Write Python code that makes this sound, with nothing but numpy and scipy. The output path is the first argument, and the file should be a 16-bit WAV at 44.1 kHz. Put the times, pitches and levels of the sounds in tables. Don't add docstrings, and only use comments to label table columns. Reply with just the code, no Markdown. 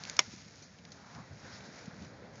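import sys
import numpy as np
from scipy import signal
from scipy.fft import rfft, irfft
from scipy.io import wavfile
from scipy.ndimage import uniform_filter1d

SR = 44100
rng = np.random.default_rng(int(sys.argv[2]) if len(sys.argv) > 2 else 0)


def pcm_store(signal):
    levels = np.round(np.clip(np.atleast_2d(signal), -1, 1) * 32767)
    wavfile.write(sys.argv[1], SR, levels.astype(np.int16).T)


N = 105840
T = np.arange(N) / SR

# (time [s], roar level [dB], rush level [dB])
FLAME_LEVELS = [(0, -62, -53), (.13, -60, -53.5), (.2, -65, -56.5), (.28, -67, -61), (.38, -69.5, -62.5),
                (.6, -64, -63), (.71, -66.5, -65), (.86, -64.5, -63), (.98, -64, -61.5), (1.13, -67.5, -59),
                (1.26, -65.5, -60.5), (1.35, -61.5, -63), (1.44, -59.5, -57.5), (1.53, -58, -52.5),
                (1.62, -58, -56), (1.8, -56.5, -56), (1.95, -58, -58), (2.17, -57.5, -60),
                (2.32, -56.5, -61), (2.4, -59.5, -58)]
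# (frequency [Hz], level [dB])
ROAR_TONE = [(120, -20), (260, -3), (370, -3.5), (550, -0.5), (750, -6.5), (1000, -11), (1600, -28.5),
             (4000, -47.5)]
RUSH_TONE = [(300, -23.5), (650, -1), (900, -1.5), (1100, -3.5), (1500, 2), (1850, 0), (2250, -3.5),
             (2900, -15.5), (4000, -8.5), (7500, -25.5)]
FLARE_TONE = [(200, -22), (500, -9), (800, 5.5), (1050, 2.5), (1400, 0.5), (1800, -6), (2400, -26),
              (5000, -32)]
# (crest time [s], half width [s], rumble level [dB], flare level [dB])
WIND_GUSTS = [(0.282, 0.01, -54, -70), (1.067, 0.11, -75, -60), (1.189, 0.024, -49.5, -53.5),
              (1.324, 0.0083, -51, -69), (2.033, .028, -52.5, -64.5)]

# (time [s], level [dB])
STEAM_LEVELS = [(0, -53.5), (.1, -51.5), (.22, -55), (.37, -54.5), (.46, -61), (.58, -60), (.72, -63.5),
                (.83, -65.5), (.95, -61.5), (1.04, -62), (1.13, -57.5), (1.26, -66), (1.38, -63.5),
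                (1.48, -56), (1.66, -60.5), (1.72, -59), (1.78, -58), (1.92, -62.5), (2.03, -61),
                (2.12, -67.5), (2.32, -69), (2.4, -59)]
# (crest time [s], half width [s], level [dB])
STEAM_JETS = [(1.54, 0.029, -54), (1.655, 0.014, -56)]
# (frequency [Hz], level [dB])
SIZZLE_TONE = [(1000, -39.5), (2200, -1), (3100, -7), (4000, -3.5), (4700, 0), (5500, 1), (6200, -2),
               (6600, 1), (7100, -3), (8000, -11.5)]
JET_TONE = [(1500, -24), (3000, -16), (4000, -2), (5200, 2), (6000, -6), (7000, -7), (8000, -15)]

# (time [s], level [dB])
BREEZE_LEVELS = [(0, -56), (.55, -57), (.78, -59), (.92, -56.5), (1.08, -61.5), (1.39, -53.5),
                 (1.65, -54.5), (1.8, -58.5), (1.99, -50), (2.17, -55), (2.4, -54.5)]
# (frequency [Hz], level [dB])
RUMBLE_TONE = [(20, -32.5), (40, -16.5), (70, -2.5), (125, 0.5), (200, -1), (260, -6), (340, -17),
               (600, -22.5), (2000, -53.5)]
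# (time [s], frequency [Hz], envelope level [dB])
AIR_BUMPS = [(.339, 254, -40.5), (0.466, 191, -44), (0.485, 170, -51), (0.57, 180, -48), (.62, 290, -49),
             (1.206, 139, -40), (1.314, 115, -39), (1.327, 120, -40), (1.393, 130, -49),
             (1.477, 208, -43.5), (1.69, 203, -41.5), (1.881, 178, -33.5), (2.024, 198.5, -39),
             (2.055, 198, -39)]

# (time [s], tick level [dB], body level [dB], decay t60 [s])
TWIG_SNAPS = [(0.0367, -31.5, -43, 0.0077), (0.0514, -38, -37.5, 0.0087), (.073, -44, -46, 0.011),
              (0.0972, -26, -29.5, 0.0059), (0.1666, -33.5, -46.5, .016), (.361, -45, -62, .008),
              (.557, -45, -60, .008), (.622, -52, -67, 0.22), (.786, -59, -55.5, 0.043),
              (.851, -48, -50.5, 0.018), (0.9187, -45, -54, .045), (.942, -61, -66, .015),
              (1.1497, -54, -47, 0.011), (1.607, -51, -45, 0.011), (1.856, -50.5, -60, 0.035),
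              (2.022, -53, -56, .03), (2.047, -53, -59, .04), (2.355, -54, -58, 0.049)]
# (frequency [Hz], level [dB])
TICK_TONE = [(300, -29), (2200, -14), (3300, -11), (4300, 2.5), (5500, 3), (6600, 3.5), (7200, -3),
             (8000, -13)]
BODY_TONE = [(300, -24), (1400, -11.5), (2200, 2), (2800, -1.5), (3400, -3), (4400, -4), (5500, -7),
             (8000, -20)]

# (time [s], relative level [dB])
POP_HITS = [(0.1904, -8.5), (.1913, 3)]
# (frequency [Hz], level [dB], decay t60 [s])
BRANCH_MODES = [(494, -31, .012), (615, -36, .07), (800, -40, .07), (975, -31, .043), (1320, -18, .008),
                (2075, -31, .08), (2244, -11, .01), (2990, -18, .02), (3436, -15, .015), (4029, -19, .005),
                (5540, -11, .014), (6132, -26, .033), (6480, -14, .008)]
# (frequency [Hz], level [dB])
TEAR_TONE = [(200, -24), (450, -4), (1250, 0), (1750, -3.5), (2250, 2.5), (3400, 0.5), (4400, -3.5),
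             (5000, -8), (5600, -3), (6700, 0), (9000, -14.5)]
SCATTER_TONE = [(100, -23), (400, 0.5), (900, 0), (1500, -3), (2200, 0.5), (3200, -5), (4400, -1),
                (6000, -6), (8000, -7)]


def undb(db):
    return 10 ** (np.asarray(db) / 20)


def unit_rms(x):
    return x / np.sqrt(np.mean(x ** 2))


def fader(table, column=1):
    rows = np.array(table)
    return undb(np.interp(T, rows[:, 0], rows[:, column]))


def colour(x, tone):
    hz, db = np.array(tone).T
    size = 4096
    bins_hz = np.maximum(np.fft.rfftfreq(size, 1 / SR), 1)
    gain = undb(np.interp(np.log(bins_hz), np.log(hz), db))
    cepstrum = irfft(np.log(gain))
    cepstrum[1:size // 2] *= 2
    cepstrum[size // 2 + 1:] = 0
    impulse = irfft(np.exp(rfft(cepstrum)))
    return signal.fftconvolve(x, impulse / np.linalg.norm(impulse))[:N]


def noise():
    return rng.standard_normal(N)


def flicker(rate_hz, depth_db):
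    window = int(SR / rate_hz)
    drift = uniform_filter1d(uniform_filter1d(noise(), window), window)
    return undb(depth_db * unit_rms(drift))


def swell(at, half_width):
    return np.exp(-.5 * ((T - at) / half_width) ** 2)


def decay(start, t60):
    return (T >= start) * np.exp(-np.log(1000) * np.maximum(T - start, 0) / t60)


def grit():
    return np.sign(noise())


def flames():
    flutter = flicker(rate_hz=23, depth_db=0.75)
    roar = colour(noise(), ROAR_TONE) * fader(FLAME_LEVELS, column=1)
    roar *= flicker(rate_hz=15, depth_db=0.75)
    rush = colour(noise(), RUSH_TONE) * fader(FLAME_LEVELS, column=2)
    fanning = sum(undb(db) * swell(at, half) for at, half, _, db in WIND_GUSTS)
    flare = colour(noise(), FLARE_TONE) * fanning
    return flutter * (roar + rush + flare)


def sizzle(bursts_per_s=900, spread_db=2, burst_share=.4):
    bursts = (rng.random(N) < bursts_per_s / SR) * grit()
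    bursts *= undb(spread_db * np.minimum(rng.exponential(size=N), 4))
    steam = np.sqrt(burst_share) * unit_rms(bursts) + np.sqrt(1 - burst_share) * noise()
    jets = colour(noise(), JET_TONE) * sum(undb(db) * swell(at, half) for at, half, db in STEAM_JETS)
    hiss = colour(steam, SIZZLE_TONE) * fader(STEAM_LEVELS) * flicker(rate_hz=25, depth_db=1.45)
    return hiss + jets


def wind():
    gusts = sum(undb(db) * swell(at, half) for at, half, db, _ in WIND_GUSTS)
    rumble = colour(noise(), RUMBLE_TONE) * (fader(BREEZE_LEVELS) + gusts)
    bumps = sum(undb(db) * swell(at, 0.45 / hz) * np.sin(2 * np.pi * hz * (T - at))
                for at, hz, db in AIR_BUMPS)
    return rumble + bumps


def crackles():
    tick = grit() * sum(undb(db) * decay(at, t60) for at, db, _, t60 in TWIG_SNAPS)
    body = grit() * sum(undb(db) * decay(at, t60) for at, _, db, t60 in TWIG_SNAPS)
    return colour(tick, TICK_TONE) + colour(body, BODY_TONE)


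def branch_pop(tear_db=-16.5, scatter_db=-26.5, echo_db=-23, echo_s=.0102):
    burst_at = POP_HITS[1][0]
    ring = sum((-1) ** k * undb(db) * decay(burst_at, t60) * np.sin(2 * np.pi * hz * (T - burst_at))
               for k, (hz, db, t60) in enumerate(BRANCH_MODES))
    tear_power = sum((undb(tear_db + db) * decay(at, t60=0.014)) ** 2 for at, db in POP_HITS)
    crack = ring + colour(grit() * np.sqrt(tear_power), TEAR_TONE)
    scatter = grit() * undb(scatter_db) * decay(burst_at, t60=0.064)
    echo = undb(echo_db) * np.interp(T - echo_s, T, crack)
    tail = colour(scatter + echo, SCATTER_TONE)
    low_cut = signal.butter(3, 400, "high", fs=SR, output="sos")
    return signal.sosfilt(low_cut, crack + tail)


def scene():
    fire = flames() + sizzle() + crackles() + branch_pop()
    return (fire + wind())[None]


def record(dry):
    low_cut = signal.butter(2, 79, "high", fs=SR, output="sos")
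    treble_rolloff = signal.butter(20, 6947, "low", fs=SR, output="sos")
    brick_wall = signal.ellip(8, .2, 60, 7730, "low", fs=SR, output="sos")
    return signal.sosfilt(np.vstack([low_cut, treble_rolloff, brick_wall]), dry)


dry = scene()
out = record(dry)
pcm_store(out)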